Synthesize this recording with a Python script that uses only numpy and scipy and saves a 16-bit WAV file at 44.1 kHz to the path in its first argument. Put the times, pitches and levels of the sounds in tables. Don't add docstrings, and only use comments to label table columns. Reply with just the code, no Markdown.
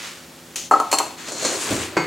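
import sys
import numpy as np
from scipy import signal
from scipy.fft import rfft, irfft, next_fast_len
from scipy.io import wavfile
from scipy.ndimage import uniform_filter1d, minimum_filter1d, map_coordinates

SR = 44100
rng = np.random.default_rng(int(sys.argv[2]) if len(sys.argv) > 2 else 0)


def int16_out(signal):
    q = np.round(np.clip(np.atleast_2d(signal).T, -1, 1) * 32767)
    wavfile.write(sys.argv[1], SR, q.astype(np.int16))


N = 91022

# [t/s, thud level/dB, worktop ring level/dB, worktop tilt/(dB/octave), base ring level/dB,
# rim ring level/dB, rim t60/s, crack level/dB]
CUP_CONTACTS = [(0.7108, -2, -20, 1.5, -0.5, -33, 0.23, -22), (0.7362, -16, -21.5, 2, -1, -42, 0.073, -32),
                (0.7993, -19.5, -23, 3, -9.5, -30.5, 0.035, -24.5),
                (0.9147, -26.5, -37, -4, -42, -26.5, 0.21, -15),
                (0.927, -10.5, -20, -3, -16, -17, 0.087, -14),
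                (0.9358, -21.5, -25, 3.5, -15.5, -22, 0.14, -17.5),
                (0.985, -19.5, -36.5, -2, -36, -13, 0.032, -12.5),
                (1.0010, -15.5, -25.5, 1, -42, -36, 0.15, -34)]
# [f/Hz, level/dB, t60/s]
BASE_MODES = [(1250, -6, .035), (1288, 5, .045), (1323, -17, .36), (1700, -14, .03), (2010, -19, .03)]
# [f/Hz, level/dB]
RIM_MODES = [(2630, -9), (2955, -13.5), (4250, -0.5), (4400, -4), (5003, -12.5), (5890, -9), (6400, -7.5),
             (7415, -3.5), (8690, -9), (10090, -13)]
# [f/Hz, level/dB]
WORKTOP_MODES = [(296, -6.5), (432, -7), (555, -8), (625, -4.5), (710, -6), (787, -0.5), (864, -5.5),
                 (953, -1.5), (1077, -2.5), (1154, -12), (1246, -4.5), (1402, -14)]
# [f/Hz, level/dB]
THUD_SPECTRUM = [(200, -23), (290, -5), (510, -9), (850, -0.5), (1150, -5.5), (1500, -14), (4000, -48.5)]
# [f/Hz, level/dB]
CRACK_SPECTRUM = [(400, -19), (2700, -2.5), (3600, -11), (5000, -10.5), (7200, 1), (9500, -8), (16000, -21)]
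# [t/s, rumble level/dB, rasp level/dB, hiss level/dB]
DRAG_LEVELS = [(1.165, -65, -48, -55), (1.19, -48, -37.5, -42), (1.26, -46, -37.5, -40),
               (1.34, -38, -41.5, -37.5), (1.41, -37.5, -34, -32.5), (1.47, -35.5, -30, -26.5),
               (1.55, -28, -32, -30.5), (1.64, -37.5, -32.5, -28.5), (1.70, -29, -28, -30.5),
               (1.80, -34.5, -31.5, -32), (1.88, -44, -36, -39.5), (1.96, -40, -42.5, -54),
               (2.1, -70, -34.5, -54)]
# [f/Hz, level/dB]
RUMBLE_SPECTRUM = [(40, -46), (110, -12), (410, 3), (490, -6), (570, -4.5), (850, -6), (1600, -20),
                   (4000, -59)]
# [f/Hz, level/dB]
RASP_SPECTRUM = [(400, -18), (1000, 2), (2500, 2.5), (4800, -4), (9000, -21.5)]
# [f/Hz, level/dB]
HISS_SPECTRUM = [(1500, -31), (3500, -5.5), (4900, -3.5), (6600, 3), (7900, -0.5), (12000, -19.5),
                 (16000, -36)]
# [t/s, level/dB]
SING_LEVELS = [(1.18, -49), (1.3, -41.5), (1.46, -29), (1.56, -35.5), (1.72, -55)]
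# [f/Hz, width/Hz, level/dB]
SING_RESONANCES = [(4250, 280, 4.5), (6740, 740, -9)]
# [t/s, thump level/dB, boom level/dB, grit level/dB]
SLIDE_BUMPS = [(1.283, -29.5, -60, -29.5), (1.318, -28, -54, -27.5), (1.424, -23, -60, -32),
               (1.448, -15.5, -60, -17.5), (1.705, -30, -23, -45), (1.723, -23, -28, -31),
               (1.745, -33, -26.5, -45)]
# [f/Hz, level/dB]
THUMP_SPECTRUM = [(150, -16), (270, 3.5), (400, -8), (560, 6), (800, -8), (1400, -10.5), (2600, -18),
                  (6000, -49)]
# [f/Hz, level/dB]
BOOM_SPECTRUM = [(50, -21), (85, 1), (160, -10.5), (400, -0.5), (800, -40)]
# [f/Hz, level/dB]
VESSEL_MODES = [(152, -2), (182, -5), (305, -1), (339, 3), (415, -3), (748, -5), (985, 0), (1325, -3),
                (1540, -5), (2148, 1), (2215, -6), (2498, -9), (4204, -15), (4500, -12), (4565, -5),
                (6600, -11), (8005, -19)]
# [f/Hz, level/dB]
KNOCK_SPECTRUM = [(70, -25), (150, -8.5), (330, 6), (620, -5), (1050, 1), (2200, -4), (3400, -19),
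                  (7300, -18.5), (10000, -39)]
# [t/s, level/dB]
RUSTLE_LEVELS = [(.72, -39.5), (.87, -43.5), (1.06, -39.5), (1.16, -45.5)]
# [f/Hz, level/dB]
SCUFF_SPECTRUM = [(300, -19), (1600, -19.5), (3000, -8.5), (5000, -11), (6400, -3), (8000, -14),
                  (16000, -32)]
# [t/s, level/dB]
POUR_LEVELS = [(-.04, -38.5), (.055, -32.5), (.12, -38), (.18, -43), (.3, -49), (.55, -49.5)]
# [f/Hz, level/dB]
SUGAR_SPECTRUM = [(150, -36), (350, -8), (700, -9.5), (1350, -0.5), (2200, 0.5), (4200, -2.5), (7200, -5),
                  (10000, -14), (16000, -27)]
# [f/Hz, level/dB]
AIR_SPECTRUM = [(25, -44), (70, -7.5), (250, -4), (900, -10.5), (2300, -20), (8000, -19), (16000, -24.5)]
# [f/Hz, rms level/dB]
HUM_TONES = [(167, -57.5), (251, -54.5), (341, -55), (544, -59)]
# [f/Hz, t60/s]
ROOM_DECAY = [(350, 0.63), (800, 0.5), (7000, 0.37), (15000, 0.32)]
# [f/Hz, side level/dB]
SIDE_WIDTH = [(100, -23), (1100, -9), (8000, -11), (14000, -30)]
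# [f/Hz, left over right level/dB]
LEFT_BALANCE = [(300, -0.5), (4000, 2), (12000, 1.2)]

THUD_T60_S, CRACK_T60_S, THUMP_T60_S, BOOM_T60_S, KNOCK_T60_S = 0.052, 0.042, 0.082, 0.26, 0.096
THUD_LOW_HZ, THUMP_LOW_HZ, BOOM_LOW_HZ, KNOCK_LOW_HZ = 223, 160, 50.4, 114
BASE_RISE_S, RIM_RISE_S, WORKTOP_RISE_S = 0.004, 0.00042, 0.0013
WORKTOP_T60_S, TILT_PIVOT_HZ, VESSEL_T60_S = 0.2, 700, 0.38
FLUTTER_RAD, FLUTTER_KNOTS_PER_S = 0.33, 89.4
DETUNE_SHARE = 0.002
SURGE_DB, SURGE_KNOTS_PER_S = 0.93, 32
SUGAR_GRAINS_PER_S, SCUFF_GRAINS_PER_S, COARSE_GRAINS_PER_S = 9000, 30000, 630
COARSE_DB = -8.5
CLIMB_START_S, CLIMB_END_S, CLIMB_RATIO = 1.5, 1.58, 1.106
KNOCK_S, KNOCK_DB, KNOCK_RING_DB = 1.9672, -11.5, -25
SCUFF_S, SCUFF_END_S, SCUFF_RELEASE_S = 0.558, 0.673, 0.036
SCUFF_DB, SCUFF_FALL_DB_PER_S, SCUFF_TICK_DB = -27, 101, -20
AIR_DB = -45.5
WET_DB, THUD_WET_DB, BODY_WET_DB = -5.5, -7.5, -12
WALL_DELAY_S = 0.006
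BODY_SIDE = 0.28
TOP_HZ = 16000


def amp(db):
    return 10 ** (np.asarray(db) / 20)


def unit(x):
    return x / np.sqrt(np.mean(x ** 2) + 1e-20)


def along(points, hz):
    f, v = np.transpose(points)
    return np.interp(np.log(hz + 1), np.log(f + 1), v)


def levels(rows):
    s, *columns = np.transpose(rows)
    t = np.arange(N) / SR
    inside = (t >= s[0]) * (t <= s[-1])
    return [amp(np.interp(t, s, db)) * inside for db in columns]


def filtered(x, response):
    n = x.shape[-1]
    m = next_fast_len(n + 8192)
    hz = np.fft.rfftfreq(m, 1 / SR)
    return irfft(rfft(x, m) * response(hz), m)[..., :n]


def coloured(x, spectrum):
    return unit(filtered(x, lambda hz: amp(along(spectrum, hz))))


def wobble(knots_per_s):
    return map_coordinates(rng.standard_normal(size=1024), [np.arange(N) * knots_per_s / SR])


def grains(spectrum, per_s=SUGAR_GRAINS_PER_S):
    struck = rng.random((2, N)) < per_s / SR
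    return coloured(struck * rng.standard_normal((2, N)), spectrum)


def burst(spectrum, t60_s, low_hz):
    t = np.arange(SR // 2) / SR
    dense = coloured(rng.standard_normal(len(t)), spectrum)
    even = dense / np.sqrt(np.abs(uniform_filter1d(dense ** 2, size=400)) + 1e-9)
    struck = even * amp(-60 * t / t60_s) * (1 - np.exp(-t / 0.00088))
    highpass = signal.butter(2, low_hz, 'highpass', fs=SR, output='sos')
    return signal.sosfilt(highpass, struck)


def ring(modes, rise_s):
    t = np.arange(SR // 2) / SR
    tones = np.zeros(len(t))
    for hz, db, t60_s in modes:
        shift, strength_db = rng.standard_normal(2)
        flutter = FLUTTER_RAD * wobble(FLUTTER_KNOTS_PER_S)[:len(t)]
        phase = 2 * np.pi * rng.random() + flutter
        decay = amp(db + strength_db - 60 * t / t60_s)
        tones += decay * np.sin(2 * np.pi * hz * (1 + DETUNE_SHARE * shift) * t + phase)
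    return tones * (1 - np.exp(-t / rise_s))


def in_kitchen(sound, s, wet_db=WET_DB, side=0):
    hz, t, z = signal.stft(rng.standard_normal((2, SR // 2)), SR, nperseg=256)
    decay = amp(-60 * t / along(ROOM_DECAY, hz)[:, None])
    tail = signal.istft(z * decay, SR, nperseg=256)[1]
    tail = amp(wet_db) * tail / np.linalg.norm(tail[0])
    answer = np.pad(tail, ((0, 0), (int(WALL_DELAY_S * SR), 0)))
    answer[:, 0] += [1, side]
    wet = signal.fftconvolve(sound[None], answer, axes=1)
    return np.pad(wet, ((0, 0), (round(s * SR), N)))[:, :N]


def cup():
    clatter = np.zeros((2, N))
    for s, thud_db, top_db, tilt, base_db, rim_db, rim_t60_s, crack_db in CUP_CONTACTS:
        rim_modes = [(hz, db, rim_t60_s) for hz, db in RIM_MODES]
        top_modes = [(hz, db + tilt * np.log2(hz / TILT_PIVOT_HZ), WORKTOP_T60_S)
                     for hz, db in WORKTOP_MODES]
        edge = amp(crack_db) * burst(CRACK_SPECTRUM, CRACK_T60_S, THUD_LOW_HZ)
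        edge += amp(rim_db) * ring(rim_modes, RIM_RISE_S)
        body = amp(top_db) * ring(top_modes, WORKTOP_RISE_S)
        body += amp(base_db) * ring(BASE_MODES, BASE_RISE_S)
        thud = amp(thud_db) * burst(THUD_SPECTRUM, THUD_T60_S, THUD_LOW_HZ)
        clatter += in_kitchen(edge, s)
        clatter += in_kitchen(body, s, BODY_WET_DB, BODY_SIDE)
        clatter += in_kitchen(thud, s, THUD_WET_DB)
    return clatter


def drag():
    rumble, rasp, hiss = levels(DRAG_LEVELS)
    pressed, = levels(SING_LEVELS)

    def rim_response(f):
        return sum(amp(db) / (1 + (2 * (f - hz) / width) ** 2) for hz, width, db in SING_RESONANCES)

    slide = rumble * grains(RUMBLE_SPECTRUM) + rasp * grains(RASP_SPECTRUM)
    slide += hiss * gritty_hiss()
    slide += pressed * unit(filtered(grains(CRACK_SPECTRUM), rim_response))
    return slide * amp(SURGE_DB * wobble(SURGE_KNOTS_PER_S))


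def gritty_hiss():
    speed = np.interp(np.arange(N) / SR, [CLIMB_START_S, CLIMB_END_S], [0, 1])
    bright = [(hz * CLIMB_RATIO, db) for hz, db in HISS_SPECTRUM]
    fine = np.sqrt(1 - speed) * grains(HISS_SPECTRUM) + np.sqrt(speed) * grains(bright)
    return unit(fine + amp(COARSE_DB) * grains(HISS_SPECTRUM, COARSE_GRAINS_PER_S))


def bumps():
    total = np.zeros((2, N))
    for s, thump_db, boom_db, grit_db in SLIDE_BUMPS:
        bump = amp(thump_db) * burst(THUMP_SPECTRUM, THUMP_T60_S, THUMP_LOW_HZ)
        bump += amp(boom_db) * burst(BOOM_SPECTRUM, BOOM_T60_S, BOOM_LOW_HZ)
        bump += amp(grit_db) * burst(HISS_SPECTRUM, THUMP_T60_S, THUMP_LOW_HZ)
        total += in_kitchen(bump, s)
    return total


def knock():
    blow = amp(KNOCK_DB) * burst(KNOCK_SPECTRUM, KNOCK_T60_S, KNOCK_LOW_HZ)
    modes = [(hz, db, VESSEL_T60_S) for hz, db in VESSEL_MODES]
    ringing = amp(KNOCK_RING_DB) * ring(modes, RIM_RISE_S)
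    return in_kitchen(blow, KNOCK_S) + in_kitchen(ringing, KNOCK_S, BODY_WET_DB)


def scuff():
    t = np.arange(N) / SR
    corners_s = [SCUFF_S, SCUFF_S + 0.0013, SCUFF_END_S, SCUFF_END_S + SCUFF_RELEASE_S]
    stroke = np.interp(t, corners_s, [0, 1, 1, 0])
    fade = amp(SCUFF_DB - SCUFF_FALL_DB_PER_S * np.abs(t - SCUFF_S))
    scrape = stroke * fade * grains(SCUFF_SPECTRUM, SCUFF_GRAINS_PER_S)
    touch = amp(SCUFF_TICK_DB) * burst(CRACK_SPECTRUM, CRACK_T60_S, THUD_LOW_HZ)
    return scrape + in_kitchen(touch, SCUFF_S)


def rustle():
    shaken, = levels(RUSTLE_LEVELS)
    return shaken * amp(SURGE_DB * wobble(SURGE_KNOTS_PER_S)) * grains(SUGAR_SPECTRUM)


def pour():
    flow, = levels(POUR_LEVELS)
    return flow * grains(SUGAR_SPECTRUM)


def background():
    t = np.arange(N) / SR
    hum = sum(amp(db) * np.sqrt(2) * np.sin(2 * np.pi * (hz * t + rng.random())) for hz, db in HUM_TONES)
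    air = amp(AIR_DB) * coloured(rng.standard_normal((2, N)), AIR_SPECTRUM)
    return air + np.array([hum, np.zeros(N)])


def stereo(pair):
    mid = pair[0]
    side = filtered(pair[1], lambda hz: amp(along(SIDE_WIDTH, hz)))
    return np.array([mid + side, mid - side])


def scene():
    worktop = stereo(cup() + drag() + bumps() + knock() + scuff() + rustle())
    balanced = filtered(worktop, lambda hz: amp(np.outer([.5, -.5], along(LEFT_BALANCE, hz))))
    return balanced + stereo(pour() + background())


def record(dry):
    needed = .97 / np.maximum(np.abs(dry).max(axis=0), .97)
    gain = uniform_filter1d(minimum_filter1d(needed, size=181), size=181)
    return filtered(dry * gain, lambda hz: hz < TOP_HZ)


dry = scene()
out = record(dry)
int16_out(out)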